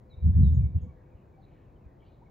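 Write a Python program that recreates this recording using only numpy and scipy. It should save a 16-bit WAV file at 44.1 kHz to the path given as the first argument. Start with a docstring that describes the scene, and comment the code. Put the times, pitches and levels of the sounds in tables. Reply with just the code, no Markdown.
"""A light breeze, the hush of open parkland and a faint held tone, with far birds whistling.
Almost at once a gust buffets the microphone: its eddies thump and rumble, then die away by 1 s.
Birds chip, rasp and yelp; foliage blurs the whistles and rasps, and the tree line echoes them.
A few single eddies puff through the breeze after the gust."""
import sys
import numpy as np
from scipy import signal
from scipy.fft import rfft, irfft
from scipy.io import wavfile
from scipy.ndimage import uniform_filter1d

SR = 44100
rng = np.random.default_rng(int(sys.argv[2]) if len(sys.argv) > 2 else 0)


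def store_pcm(level_fs):
    """Save levels as 16-bit WAV."""
    pcm = np.round(np.clip(level_fs, -1, 1) * 32767).astype(np.int16)
    wavfile.write(sys.argv[1], SR, np.atleast_2d(pcm).T)


N = 101430
T = np.arange(N) / SR
BLUR_T60_S, ECHO_T60_S, ECHO_DELAY_S = .36, .88, .039


def undb(db):
    """Decibels to amplitude."""
    return 10 ** (np.asarray(db) / 20)


def unit(x):
    """Scale to rms 1."""
    return x / np.sqrt(np.mean(x ** 2))


def curve(points, smooth_s=.012):
    """Join (t, value) rows by straight lines with rounded corners."""
    line = np.interp(T, *np.array(points).T)
    return uniform_filter1d(line, size=int(smooth_s * SR), mode="nearest")


def noise(spectrum):
    """Noise of rms 1, coloured by (Hz, dB) rows and rolled off below the first."""
    hz, db = np.array(spectrum).T
    f = np.maximum(np.fft.rfftfreq(N, 1 / SR), 1)
    colour = undb(np.interp(np.log(f), np.log(hz), db))
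    low_cut = np.minimum(f / hz[0], 1) ** 2
    return unit(irfft(rfft(rng.standard_normal(N)) * colour * low_cut, N))


def walk(band_hz):
    """Smooth random motion of rms 1, mostly below band_hz."""
    f = np.fft.rfftfreq(N, 1 / SR)
    return unit(irfft(rfft(rng.standard_normal(N)) * np.exp(-(f / band_hz) ** 2), N))


def tone(hz):
    """Sine of rms 1 on a moving pitch."""
    return np.sqrt(2) * np.sin(2 * np.pi * np.cumsum(hz) / SR)


def spread(side):
    """Opposite signs left and right."""
    return np.array([side, -side])


def pan(left_db):
    """Stereo gains for a left-minus-right level."""
    return undb(np.array([[left_db], [-left_db]]) / 2)


def lead(x, left_rad):
    """Stereo with a phase step between the two microphone ports."""
    return np.real(signal.hilbert(x) * np.exp(.5j * np.array([[left_rad], [-left_rad]])))


def scatter(x, delay_s, t60_s):
    """Dense, fading cloud of reflections."""
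    fade = (T > delay_s) * np.exp(-np.log(1000) * T / t60_s)
    response = unit(fade * rng.standard_normal(N)) / np.sqrt(N)
    return signal.fftconvolve(x, response)[:N]


def call_shape(start_s, length_s, attack_share=.35, release_share=.26):
    """Progress 0-1 through a call, and its attack-hold-release envelope."""
    progress = np.clip((T - start_s) / length_s, 0, 1)
    ramp = np.minimum(progress / attack_share, (1 - progress) / release_share)
    return progress, np.sin(np.pi / 2 * np.clip(ramp, 0, 1)) ** 2


def glides(calls, waver, ease=2.4):
    """Near-pure calls that slide fast at first, then settle on their last pitch."""
    out = np.zeros(N)
    wobble = 1 + waver * walk(200)
    for start_s, length_s, first_hz, last_hz, db in calls:
        progress, envelope = call_shape(start_s, length_s)
        hz = last_hz + (first_hz - last_hz) * (1 - progress) ** ease
        out += undb(db) * envelope * tone(hz * wobble)
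    return out


def hoarse(hz, width_hz):
    """Rough band around one pitch."""
    return walk(width_hz / 2) * tone(hz + width_hz / 8 * walk(300))


# f/Hz, relative density/dB
BREEZE_SPECTRUM = [(20, -14), (43, 3), (72, 0.5), (120, 1), (170, -3.5), (240, -14.5), (400, -30.5),
                   (800, -66)]


def breeze(level_db=-54, ease_db_per_s=1.16, side_db=-14.5):
    """Light wind: a low rumble that slowly eases."""
    mid = noise(BREEZE_SPECTRUM) * pan(left_db=1.94)
    side = undb(side_db) * spread(noise(BREEZE_SPECTRUM))
    return undb(level_db - ease_db_per_s * T) * (mid + side)


# In phase on both sides: f/Hz, relative density/dB
HUSH_MID_SPECTRUM = [(100, -6), (200, -1.5), (360, 2.5), (460, -4), (600, -6), (800, -10), (1000, -12.5),
                     (1300, -20.5), (2200, -25), (2800, -36), (4000, -35.5), (5200, -41.5), (7400, -42.5),
                     (8500, -58.5), (15000, -42.5)]
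# In antiphase: f/Hz, relative density/dB
HUSH_SIDE_SPECTRUM = [(100, -3.5), (350, -2.5), (550, 1.5), (950, -2), (1300, -11.5), (2000, -30),
                      (3000, -36.5), (5000, -40), (13000, -34), (15000, -49.5)]


def hush(mid_db=-62, side_db=-67.5):
    """Wide, steady noise of the distance."""
    mid = undb(mid_db) * noise(HUSH_MID_SPECTRUM)
    side = undb(side_db) * spread(noise(HUSH_SIDE_SPECTRUM))
    return mid + side * pan(left_db=3.5)


# t/s, level/dB
TONE_LEVEL = [(0, -72.5), (.15, -68), (.35, -74.5), (.52, -64), (.79, -77), (.85, -58), (.92, -72),
              (1.1, -70), (1.3, -74.5), (1.7, -73.5), (2.3, -94)]


def held_tone(hz=502.8, waver=.012, flicker_db=2):
    """Faint, far tone, unsteady in level and pitch."""
    envelope = undb(curve(TONE_LEVEL) + flicker_db * walk(15))
    return envelope * tone(hz * (1 + waver * walk(38))) * pan(left_db=6)


# start/s, length/s, first f/Hz, last f/Hz, level/dB
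WHISTLE_CALLS = [(.092, 0.069, 4345, 3698, -68), (.33, 0.036, 3307, 3657, -78),
                 (.33, 0.035, 1466, 1820, -75), (.365, 0.046, 1850, 1475, -73), (.38, 0.1, 2530, 1836, -81),
                 (.415, 0.097, 4314, 3596, -69), (.565, .125, 2730, 2216, -75.5),
                 (.765, 0.052, 3140, 2640, -83.5), (.88, 0.046, 2330, 2250, -78.5),
                 (1.09, 0.12, 3014, 2100, -88.5), (1.328, 0.036, 2400, 2290, -79.5),
                 (1.405, .055, 4830, 3610, -84), (1.53, 0.052, 2480, 2240, -82.5),
                 (1.755, 0.023, 3430, 2990, -82.5), (1.855, 0.069, 2290, 1975, -84.5),
                 (2.012, 0.031, 2450, 2250, -76), (2.055, .04, 4720, 4500, -87.5),
                 (2.255, .024, 2440, 2150, -74.5)]


def whistles():
    """Far birds: short whistles, mostly falling."""
    return glides(WHISTLE_CALLS, waver=.011)


def flock(calls_per_s=9.8, centre_hz=1902, length_s=.086, fall_ratio=1.25, level_db=-83):
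    """Birds farther off: blurred, falling whistles at random times and pitches."""
    calls = []
    for when, pitch, size in rng.random((int(calls_per_s * N / SR), 3)):
        last_hz = centre_hz * 2 ** (pitch - .5)
        db = level_db + 6 * (size - .5)
        calls.append((when * N / SR, length_s, fall_ratio * last_hz, last_hz, db))
    return scatter(glides(calls, waver=.035), 0, BLUR_T60_S)


def tree_line(calls, blur_db=-6.5, echo_db=-9, side_db=-10.5):
    """Leaves and trunks blur each call; the tree line returns a fading echo."""
    blurred = calls + undb(blur_db) * scatter(calls, 0, BLUR_T60_S)
    mid, side = (undb(echo_db) * scatter(calls, ECHO_DELAY_S, ECHO_T60_S) for _ in range(2))
    return lead(blurred + mid, left_rad=.4) + undb(side_db) * spread(side)


# t/s, level/dB
GUST_LEVEL = [(0, -75), (.15, -58), (.185, -39.5), (.205, -49.5), (.25, -16.5), (.308, -20.5),
              (.332, -31.5), (.374, -13.5), (.43, -17), (.52, -19.5), (.6, -23), (.644, -22), (.7, -30),
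              (.72, -43.5), (.75, -23), (.772, -19), (.808, -45.5), (.832, -28.5), (.86, -49),
              (.916, -44.5), (1., -84), (1.1, -106)]
# f/Hz, relative density/dB
TURBULENCE_SPECTRUM = [(20, -24), (40, -6), (56, 2), (110, 3.5), (165, 0), (205, -15.5), (250, -23),
                       (320, -36.5), (430, -48.5), (1300, -89.5)]
# t/s, level/dB
FLUTTER_LEVEL = [(.2, -73.5), (.262, -34.5), (.305, -37.5), (.335, -44.5), (.37, -33), (.44, -25),
                 (.485, -41.5), (.53, -41), (.555, -48.5), (.64, -41), (.72, -60), (.775, -42), (.8, -55),
                 (.83, -45.5), (.87, -46), (.915, -54.5), (.97, -70), (1.1, -95.5)]
# f/Hz, relative density/dB
FLUTTER_SPECTRUM = [(120, -8), (165, 4), (205, -4), (245, -7.5), (320, -21.5), (430, -37), (700, -52.5),
                    (1300, -80.5)]


def gust(eddy_hz=76, wander=.13, eddy_db=-1.5, flicker_db=1.5, turbulence_db=-6, growth_db_per_db=.91):
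    """Eddies shed unevenly from the microphone, with turbulence and a higher flutter."""
    force_db = curve(GUST_LEVEL)
    eddies = tone(eddy_hz * np.exp(wander * walk(44.3)))
    eddies *= undb(eddy_db + flicker_db * walk(30))
    # Turbulence fades a little less than the eddies.
    lift_db = (growth_db_per_db - 1) * (force_db - force_db.max())
    turbulence = undb(turbulence_db + lift_db) * noise(TURBULENCE_SPECTRUM)
    flutter = undb(curve(FLUTTER_LEVEL)) * noise(FLUTTER_SPECTRUM)
    return undb(force_db) * (eddies + turbulence) + flutter


# start/s, decay/s, centre f/Hz, width/Hz, level/dB
CHIP_CALLS = [(.539, 0.056, 6790, 759, -75), (0.813, 0.043, 6700, 1300, -80)]


def chips(attack_s=.004):
    """A nearer small bird: thin, high chips that start crisply and die away."""
    out = np.zeros(N)
    for start_s, decay_s, hz, width_hz, db in CHIP_CALLS:
        age_s = np.maximum(T - start_s, 0)
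        envelope = np.minimum(age_s / attack_s, 1) * np.exp(-age_s / decay_s)
        out += undb(db) * envelope * hoarse(hz, width_hz)
    return out


# start/s, length/s, centre f/Hz, width/Hz, level/dB
RASP_CALLS = [(.76, 0.086, 3223, 807, -82.5), (1.415, 0.046, 3930, 680, -79),
              (1.415, 0.27, 2278, 2040, -80.5), (1.964, 0.17, 3090, 704, -81.5),
              (2.008, .17, 3870, 800, -84.5)]


def rasps():
    """Hoarse bird chatter that swells and fades."""
    out = np.zeros(N)
    for start_s, length_s, hz, width_hz, db in RASP_CALLS:
        _, envelope = call_shape(start_s, length_s)
        out += undb(db) * envelope * hoarse(hz, width_hz)
    return out


# start/s, length/s, first f/Hz, last f/Hz, level/dB
YELP_CALLS = [(.86, 0.065, 1135, 1120, -72), (1.372, 0.044, 755, 775, -62), (2.208, 0.0335, 641, 965, -62)]


def yelps(echo_db=-10):
    """Short, low calls from across the grass, with a weak echo."""
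    calls = glides(YELP_CALLS, waver=.02)
    return calls + undb(echo_db) * scatter(calls, ECHO_DELAY_S, ECHO_T60_S)


# t/s, peak level/dB
PUFF_PEAKS = [(1.155, -42), (1.308, -59), (1.499, -53), (1.75, -48.5), (1.867, -38.5)]


def puffs(hz=77, half_width_s=.0087):
    """Single eddies, each a short swing of pressure."""
    out = np.zeros(N)
    for peak_s, db in PUFF_PEAKS:
        envelope = np.exp(-((T - peak_s) / half_width_s) ** 2)
        out += undb(db) * envelope * np.cos(2 * np.pi * hz * (T - peak_s))
    return out


def scene():
    """Wind at the microphone over the park's background and birds, in stereo."""
    wind = lead(gust() + puffs(), left_rad=-.61) + breeze()
    background = hush() + held_tone()
    birds = tree_line(whistles() + flock() + rasps()) + chips() + yelps()
    return wind + background + birds


def record(dry, ring_hz=9600, ring_db=-67.5, top_hz=15700):
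    """The recorder adds a faint high ring that rides on the sound, and cuts the top."""
    ring = undb(ring_db) * tone(np.full(N, ring_hz))
    low_pass = signal.ellip(8, .2, 70, top_hz, fs=SR, output="sos")
    return signal.sosfilt(low_pass, dry * (1 + ring))


dry = scene()
out = record(dry)
store_pcm(out)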